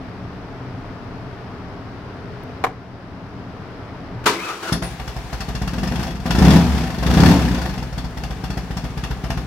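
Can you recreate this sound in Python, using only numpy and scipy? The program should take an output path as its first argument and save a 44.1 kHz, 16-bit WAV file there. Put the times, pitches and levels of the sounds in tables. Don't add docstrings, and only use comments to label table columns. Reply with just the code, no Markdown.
import sys
import numpy as np
from scipy import signal
from scipy.fft import rfft, irfft, next_fast_len
from scipy.io import wavfile
from scipy.ndimage import map_coordinates

SR = 44100
rng = np.random.default_rng(int(sys.argv[2]) if len(sys.argv) > 2 else 0)


def dump(signal):
    limited = np.clip(np.atleast_2d(signal).T, -1, 1)
    pcm = np.round(limited * 32767).astype(np.int16)
    wavfile.write(sys.argv[1], SR, pcm)


def amplitude_ratio(level_db):
    exponent = np.asarray(level_db, float) / 20
    return 10 ** exponent


N = 417186

# time in seconds, firings per second.
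SPEED = [(4.7256, 10.556), (5.0, 11.843), (5.4, 12.397), (5.7, 17.59), (6.02, 28.08), (6.24, 17.14),
         (6.33, 23.096), (6.45, 35.273), (6.6, 37.969), (6.78, 35.385), (6.97, 23.002), (7.13, 28.517),
         (7.3, 39.549), (7.55, 28.915), (7.85, 20.552), (8.05, 15.539), (8.3, 14.941), (9.46, 15.045)]
# time in seconds, load in dB.
LOAD = [(4.7256, -9), (4.83, -14), (5.0, -22.5), (5.5, -18), (6.02, -18.5), (6.21, -30), (6.25, -16),
        (6.4, -9.5), (6.53, -10), (6.62, -22), (6.97, -21), (7.08, -13), (7.27, -9), (7.37, -19),
        (7.63, -19.5), (7.76, -24), (8.1, -21.5), (8.45, -19)]
EARLY = .064


def unit(x):
    return x / np.sqrt(np.mean(x ** 2) + 1e-20)


def along(points, hz):
    f, v = np.transpose(points)
    return np.interp(np.log(hz + 1), np.log(f + 1), v)


def curves(rows):
    s, *columns = np.transpose(rows)
    return [np.interp(np.arange(N) / SR, s, column) for column in columns]


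def wobble(rate):
    knots = rng.standard_normal(int(N * rate / SR) + 4)
    return map_coordinates(knots, [np.arange(N) * rate / SR])


def filtered(x, response):
    m = next_fast_len(N + SR // 2)
    return irfft(rfft(x, m) * response(np.fft.rfftfreq(m, 1 / SR)), m)[..., :N]


def noise(spectrum):
    white = rng.standard_normal((2, N))
    return unit(filtered(white, lambda hz: amplitude_ratio(along(spectrum, hz))))


def spikes(times, sizes):
    return np.bincount(np.round(np.asarray(times) * SR).astype(int), sizes, N)[:N]


def puff(x, rise, decay):
    fall = lambda per_s: signal.lfilter([1], [1, -np.exp(-per_s / SR)], x)
    return fall(1 / abs(decay)) - fall(1 / abs(decay) + 1 / abs(rise))


def resonances(modes):
    return lambda f: sum(amplitude_ratio(db) * 1j * f * w / (c * c - f * f + 1j * f * w) for c, w, db in modes)


def hall():
    # pitch in Hz, relative level in dB.
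    rumble_colour = [(15, -60), (25, 7), (43, -9.5), (124, 1), (155, -10.5), (179, -1), (220, -11.5),
                     (260, -3), (354, -16.5), (700, -69), (910, -24), (1540, -120)]
    # pitch in Hz, relative level in dB.
    hiss_colour = [(240, -31), (400, -2), (540, -10.5), (685, -6), (729, -9), (1290, -12), (1570, -14.5),
                   (3610, -29), (5140, -31), (6890, -45), (15800, -55)]
    # start in seconds, depth in dB.
    dips = [(2.64, 4.2), (4.26, 8)]
    deepest_s = .2
    after = [np.clip(np.arange(N) / SR - s, 0, None) / deepest_s for s, _ in dips]
    dip_db = sum(db * u * np.exp(1 - u) for u, (_, db) in zip(after, dips))
    dip_db = dip_db + 3.5 * np.clip(after[-1], 0, 1)
    rumble = amplitude_ratio(-33 - dip_db + 0.49 * wobble(7.4)) * noise(rumble_colour)
    hiss = amplitude_ratio(-38 - dip_db + .3 * wobble(3)) * noise(hiss_colour)
    return rumble + hiss


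def switch():
    # start in seconds, relative level in dB.
    contacts = [(2.64, -4), (2.646, -10.5), (2.667, -20)]
    # pitch in Hz, relative level in dB, seconds to fade by 60 dB.
    console = [(461, 1.5, 0.089), (751, 9.5, 0.092), (1060, -6, 0.034), (1760, 2, 0.049), (2270, -1, 0.024)]
    # pitch in Hz, relative level in dB.
    crack_colour = [(150, -44), (250, -18), (1060, 2), (1280, -11), (2190, -13.5), (2650, -27), (2940, -18),
                    (3260, -27), (15800, -44)]
    # start in seconds, relative level in dB.
    finger_tick = (2.435, -43)
    out, t = np.zeros((2, N)), np.arange(SR // 4) / SR
    grit = noise(crack_colour)
    ring = sum(amplitude_ratio(level - 60 * t / t60) * np.sin(2 * np.pi * hz * t) for hz, level, t60 in console)
    for s, db in contacts:
        out[:, round(s * SR):][:, :len(t)] += amplitude_ratio(db - 14) * ring
        out += puff(spikes([s - .001], [amplitude_ratio(db - 4.5)]), rise=0.00042, decay=0.0067) * grit
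    tick_s, tick_db = finger_tick
    tick = puff(spikes([tick_s], [amplitude_ratio(tick_db)]), rise=0.00022, decay=0.00079)
    return out + tick * np.diff(rng.standard_normal(N + 2), n=2)


def starter():
    # time in seconds, whine pitch in Hz, effort in dB.
    crank = [(4.263, 943, -33), (4.39, 1100, -34), (4.45, 1338, -31), (4.49, 1200, -27.5),
             (4.54, 1450, -33), (4.6, 1100, -37), (4.64, 1594, -32), (4.69, 1385, -28.5), (4.78, 1350, -50)]
    # pitch in Hz, relative level in dB.
    grind_colour = [(120, -39), (200, -1.5), (231, -17), (346, 1), (588, -7.5), (964, -2), (1390, -1),
                    (1900, -7.5), (2940, -10), (3530, -12.5), (5280, -16), (10800, -25), (15800, -32)]
    # start in seconds, pitch in Hz, relative level in dB, seconds to fade by 60 dB.
    zings = [(4.726, 10400, -20.5, 0.053), (4.83, 9640, -34, .25)]
    # start in seconds, relative level in dB, decay in seconds.
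    solenoid = (4.239, -36, .02)
    # start in seconds, relative level in dB, rise and decay in seconds.
    slam = (4.257, -8.5, .004, .023)
    t = np.arange(N) / SR
    whine_hz, effort_db = curves(crank)
    on = (t > crank[0][0]) & (t < crank[-1][0])

    octave = amplitude_ratio(5) * np.exp(-((t - 4.4) / .08) ** 2)
    turn = 2 * np.pi * np.cumsum(whine_hz * (1 + .044 * wobble(200))) / SR
    whine_db = -36 + 1.3 * (effort_db + 32)
    tones = np.sin(turn) + octave * np.sin(2 * turn) + 0.36 * np.sin(turn / 4)
    whine = amplitude_ratio(whine_db + 3.6 * wobble(80)) * tones

    click_s, click_db, click_decay = solenoid
    slam_s, slam_db, slam_rise, slam_decay = slam
    hits = puff(spikes([click_s], [amplitude_ratio(click_db)]), .001, click_decay)
    hits = hits + puff(spikes([slam_s], [amplitude_ratio(slam_db)]), slam_rise, slam_decay)
    grind = (on * amplitude_ratio(effort_db) + hits) * amplitude_ratio(1.66 * wobble(90)) * noise(grind_colour)

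    zing = 0
    for s, hz, db, t60 in zings:
        burst = puff(spikes([s], [amplitude_ratio(db)]), 0.0027, t60 / np.log(1000))
        zing = zing + burst * noise([(hz - 2500, -40), (hz, 0), (hz + 2500, -40)])
    return grind + on * whine + zing


def beats():
    running = np.arange(N) / SR >= SPEED[0][0]
    return 1 - EARLY + np.cumsum(curves(SPEED)[0] * running) / SR


def law(rule, load_db, rate):
    idle_db, idle_rate = -19, 15
    at_idle, per_load_db, per_rate_above, per_rate_below = rule
    above = rate - idle_rate
    return at_idle + per_load_db * (load_db - idle_db) + np.where(above > 0, per_rate_above, per_rate_below) * above


def firings():
    # dB at idle, dB per dB of load, dB per firing a second above idle, same below.
    thump_law = (-25.5, 1.3, .33, 2.5)
    boom_law = (-27.5, .3, -.35, .8)
    # changes of bark, thump and boom in dB.
    lope = [(-.3, -2, .5), (1.5, 1, -.5), (-1, .3, 1), (-17, -8, -5)]
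    (rate,), (load_db,), count = curves(SPEED), curves(LOAD), beats()
    beat = np.arange(1, int(count[-1]) + 1)
    at = np.searchsorted(count, beat - beat % 2 * EARLY)
    at = np.maximum(at, round(SPEED[0][0] * SR))
    pull = np.gradient(rate, 1 / SR)[at] / 10
    loping = np.clip((24 - rate[at]) / 6, 0, 1) * np.clip(1.5 - pull, 0, 1)
    uneven_db = np.tanh(rng.standard_normal((len(beat), 3))) * [2, 3, 2]
    bark_db = load_db[at]
    thump_db = law(thump_law, load_db[at], rate[at]) + 6 * (beat == 1)
    boom_db = law(boom_law, load_db[at], rate[at])
    levels = [bark_db, thump_db, boom_db] + loping * np.array(lope)[beat % 4].T + uneven_db.T
    return at / SR, *levels


def drone():
    # dB at idle, dB per dB of load, dB per firing a second above idle, same below.
    drone_law = (-26.5, .15, .38, .4)
    upper_law = (-3, 1.2, -.4, 0)
    # pitch in Hz, width in Hz.
    pipe_note = (68, 36)
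    (rate,), (load_db,), count = curves(SPEED), curves(LOAD), beats()
    hz, width = pipe_note
    order = lambda k: np.sin(np.pi * k * count) / (1 + ((k * rate / 2 - hz) / width * 2) ** 2)
    tone = order(4) + amplitude_ratio(law(upper_law, load_db, rate)) * order(5)
    fade_in = np.clip((rate - 16.5) / 5, 0, 1)
    return fade_in * amplitude_ratio(law(drone_law, load_db, rate) + 2.5 * wobble(12)) * tone


def shells(s, bark_db):
    # pitch in Hz, width in Hz, relative level in dB.
    shell_notes = [(537, 45, -8), (740, 110, -2), (900, 52, -8), (1160, 53, -5.5), (1450, 97, -6.5),
                   (1758, 61, -4), (2724, 168, -8), (3370, 230, -10.5), (4390, 320, -14),
                   (5090, 254, -12.5)]
    side = np.outer((-1) ** np.arange(len(s)), np.sign([hz - 950 for hz, *_ in shell_notes]))
    colour_db = 3 * side + 5 * np.tanh(rng.standard_normal(side.shape))
    grit = rng.standard_normal((2, N))
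    out = 0
    for (hz, width, db), new_db in zip(shell_notes, colour_db.T):
        knocks = puff(spikes(s - 4 / hz, amplitude_ratio(bark_db + new_db)), rise=0.002, decay=0.011) * grit
        out = out + amplitude_ratio(db) * signal.lfilter(*signal.iirpeak(hz, hz / width, SR), knocks)
    return out


def engine():
    # pitch in Hz, width in Hz, relative level in dB.
    pipe_notes = [(172.3, 8.2, 1.5), (195.7, 15.8, 3.5), (238.5, 11.1, 4), (283, 25.6, -4.5),
                  (340, 32, -8.5), (427, 20, -14.5)]
    # pitch in Hz, width in Hz, relative level in dB.
    boom_notes = [(57.8, 22.6, 7), (124.6, 29, 2)]
    # pitch in Hz, relative level in dB.
    bark_colour = [(210, -47), (350, -6), (497, -23.5), (684, 2), (911, -3), (1000, -6.5), (1810, -3.5),
                   (2120, -10), (4010, -17), (5180, -16.5), (8090, -37.5), (12200, -22.5), (15800, -46)]
    # pitch in Hz, relative level in dB.
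    gear_colour = [(210, -10), (350, -6), (631, -10.5), (729, 0), (1250, -11.5), (1720, -8), (5180, -19),
                   (15800, -32)]
    # dB at idle, dB per dB of load, dB per firing a second above idle, same below.
    clatter_law = (-43.7, .62, .63, -1.3)
    s, bark_db, thump_db, boom_db = firings()
    push = -puff(spikes(s - .004, amplitude_ratio(thump_db - 7.5)), rise=0.00061, decay=0.0017)
    churn = puff(spikes(s, amplitude_ratio(thump_db - 23)), rise=0.0017, decay=.03)
    churn = churn * noise([(40, 9), (400, -12), (1000, -2), (3000, -60)])
    front = filtered(push, lambda f: (1j * f / (130 + 1j * f)) ** 2)
    thump = amplitude_ratio(29.5) * filtered(push + churn, resonances(pipe_notes)) + amplitude_ratio(5) * front

    swell = spikes(s - .001, amplitude_ratio(boom_db))
    boom = amplitude_ratio(51.5) * filtered(swell, lambda f: resonances(boom_notes)(f) ** 2)

    gate = puff(spikes(s - .0015, amplitude_ratio(bark_db - 12.5)), rise=.0016, decay=.02)
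    bark = amplitude_ratio(0.5) * gate * amplitude_ratio(2.6 * wobble(200)) * noise(bark_colour)

    clatter_db = law(clatter_law, curves(LOAD)[0], curves(SPEED)[0]) + 0.5 * wobble(40)
    clatter = (beats() > 2) * amplitude_ratio(clatter_db) * noise(gear_colour)
    return thump + boom + drone() + amplitude_ratio(7.5) * shells(s, bark_db) + bark + clatter


def walls(x, wet_db):
    # pitch in Hz, seconds to fade by 60 dB.
    fade_times = [(100, 1), (1000, 0.17), (5000, 0.3), (14000, 0.15)]
    hz, t, z = signal.stft(rng.standard_normal((2, SR // 2)), SR, nperseg=256)
    fading = z * amplitude_ratio(-60 * t / along(fade_times, hz)[:, None])
    tail = signal.istft(fading, SR, nperseg=256)[1]
    twin = filtered(x[1], lambda f: 1j + 0 * f)
    late = np.pad(x, ((0, 0), (300, 0)))
    wet = signal.fftconvolve(late, tail / np.linalg.norm(tail[0]), axes=1)[:, :N]
    return np.array([x[0], twin]) + amplitude_ratio(wet_db) * filtered(wet, lambda f: f ** 2 / (f ** 2 + 160 ** 2))


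def scene():
    return walls(switch(), wet_db=-14.5) + walls(starter() + engine(), wet_db=-6.5) + hall()


def band_limit(x):
    return signal.sosfilt(signal.butter(12, 16510, fs=SR, output="sos"), x)


def record(dry):
    # pitch in Hz, left-right likeness (1 is the same).
    likeness = [(60, 0.84), (180, 0.99), (550, 0.92), (1650, 0.37), (4970, 0.02), (15000, 0.05)]
    # pitch in Hz, left minus right in dB.
    left_over_right = [(60, 0), (150, 2.5), (380, 1.5), (950, 1), (2380, 4), (5980, 10), (9000, -1),
                       (15000, -2.5)]
    turn = lambda hz: np.arccos(np.clip(along(likeness, hz), -1, 1)) / 2
    mid, side = filtered(dry, lambda hz: np.array([np.cos(turn(hz)), np.sin(turn(hz))]))
    pair = np.array([mid + side, mid - side])
    tilt = lambda hz: amplitude_ratio(along(left_over_right, hz) / 2 * np.array([[1], [-1]]))
    pair = filtered(pair, lambda hz: tilt(hz) * (hz < 15870))
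    pair = filtered(pair, lambda hz: hz ** 4 / (hz ** 4 + 33 ** 4))
    pair = pair / (1 + np.abs(pair / .98) ** 6) ** (1 / 6)
    return band_limit(pair)


dry = scene()
out = record(dry)
dump(out)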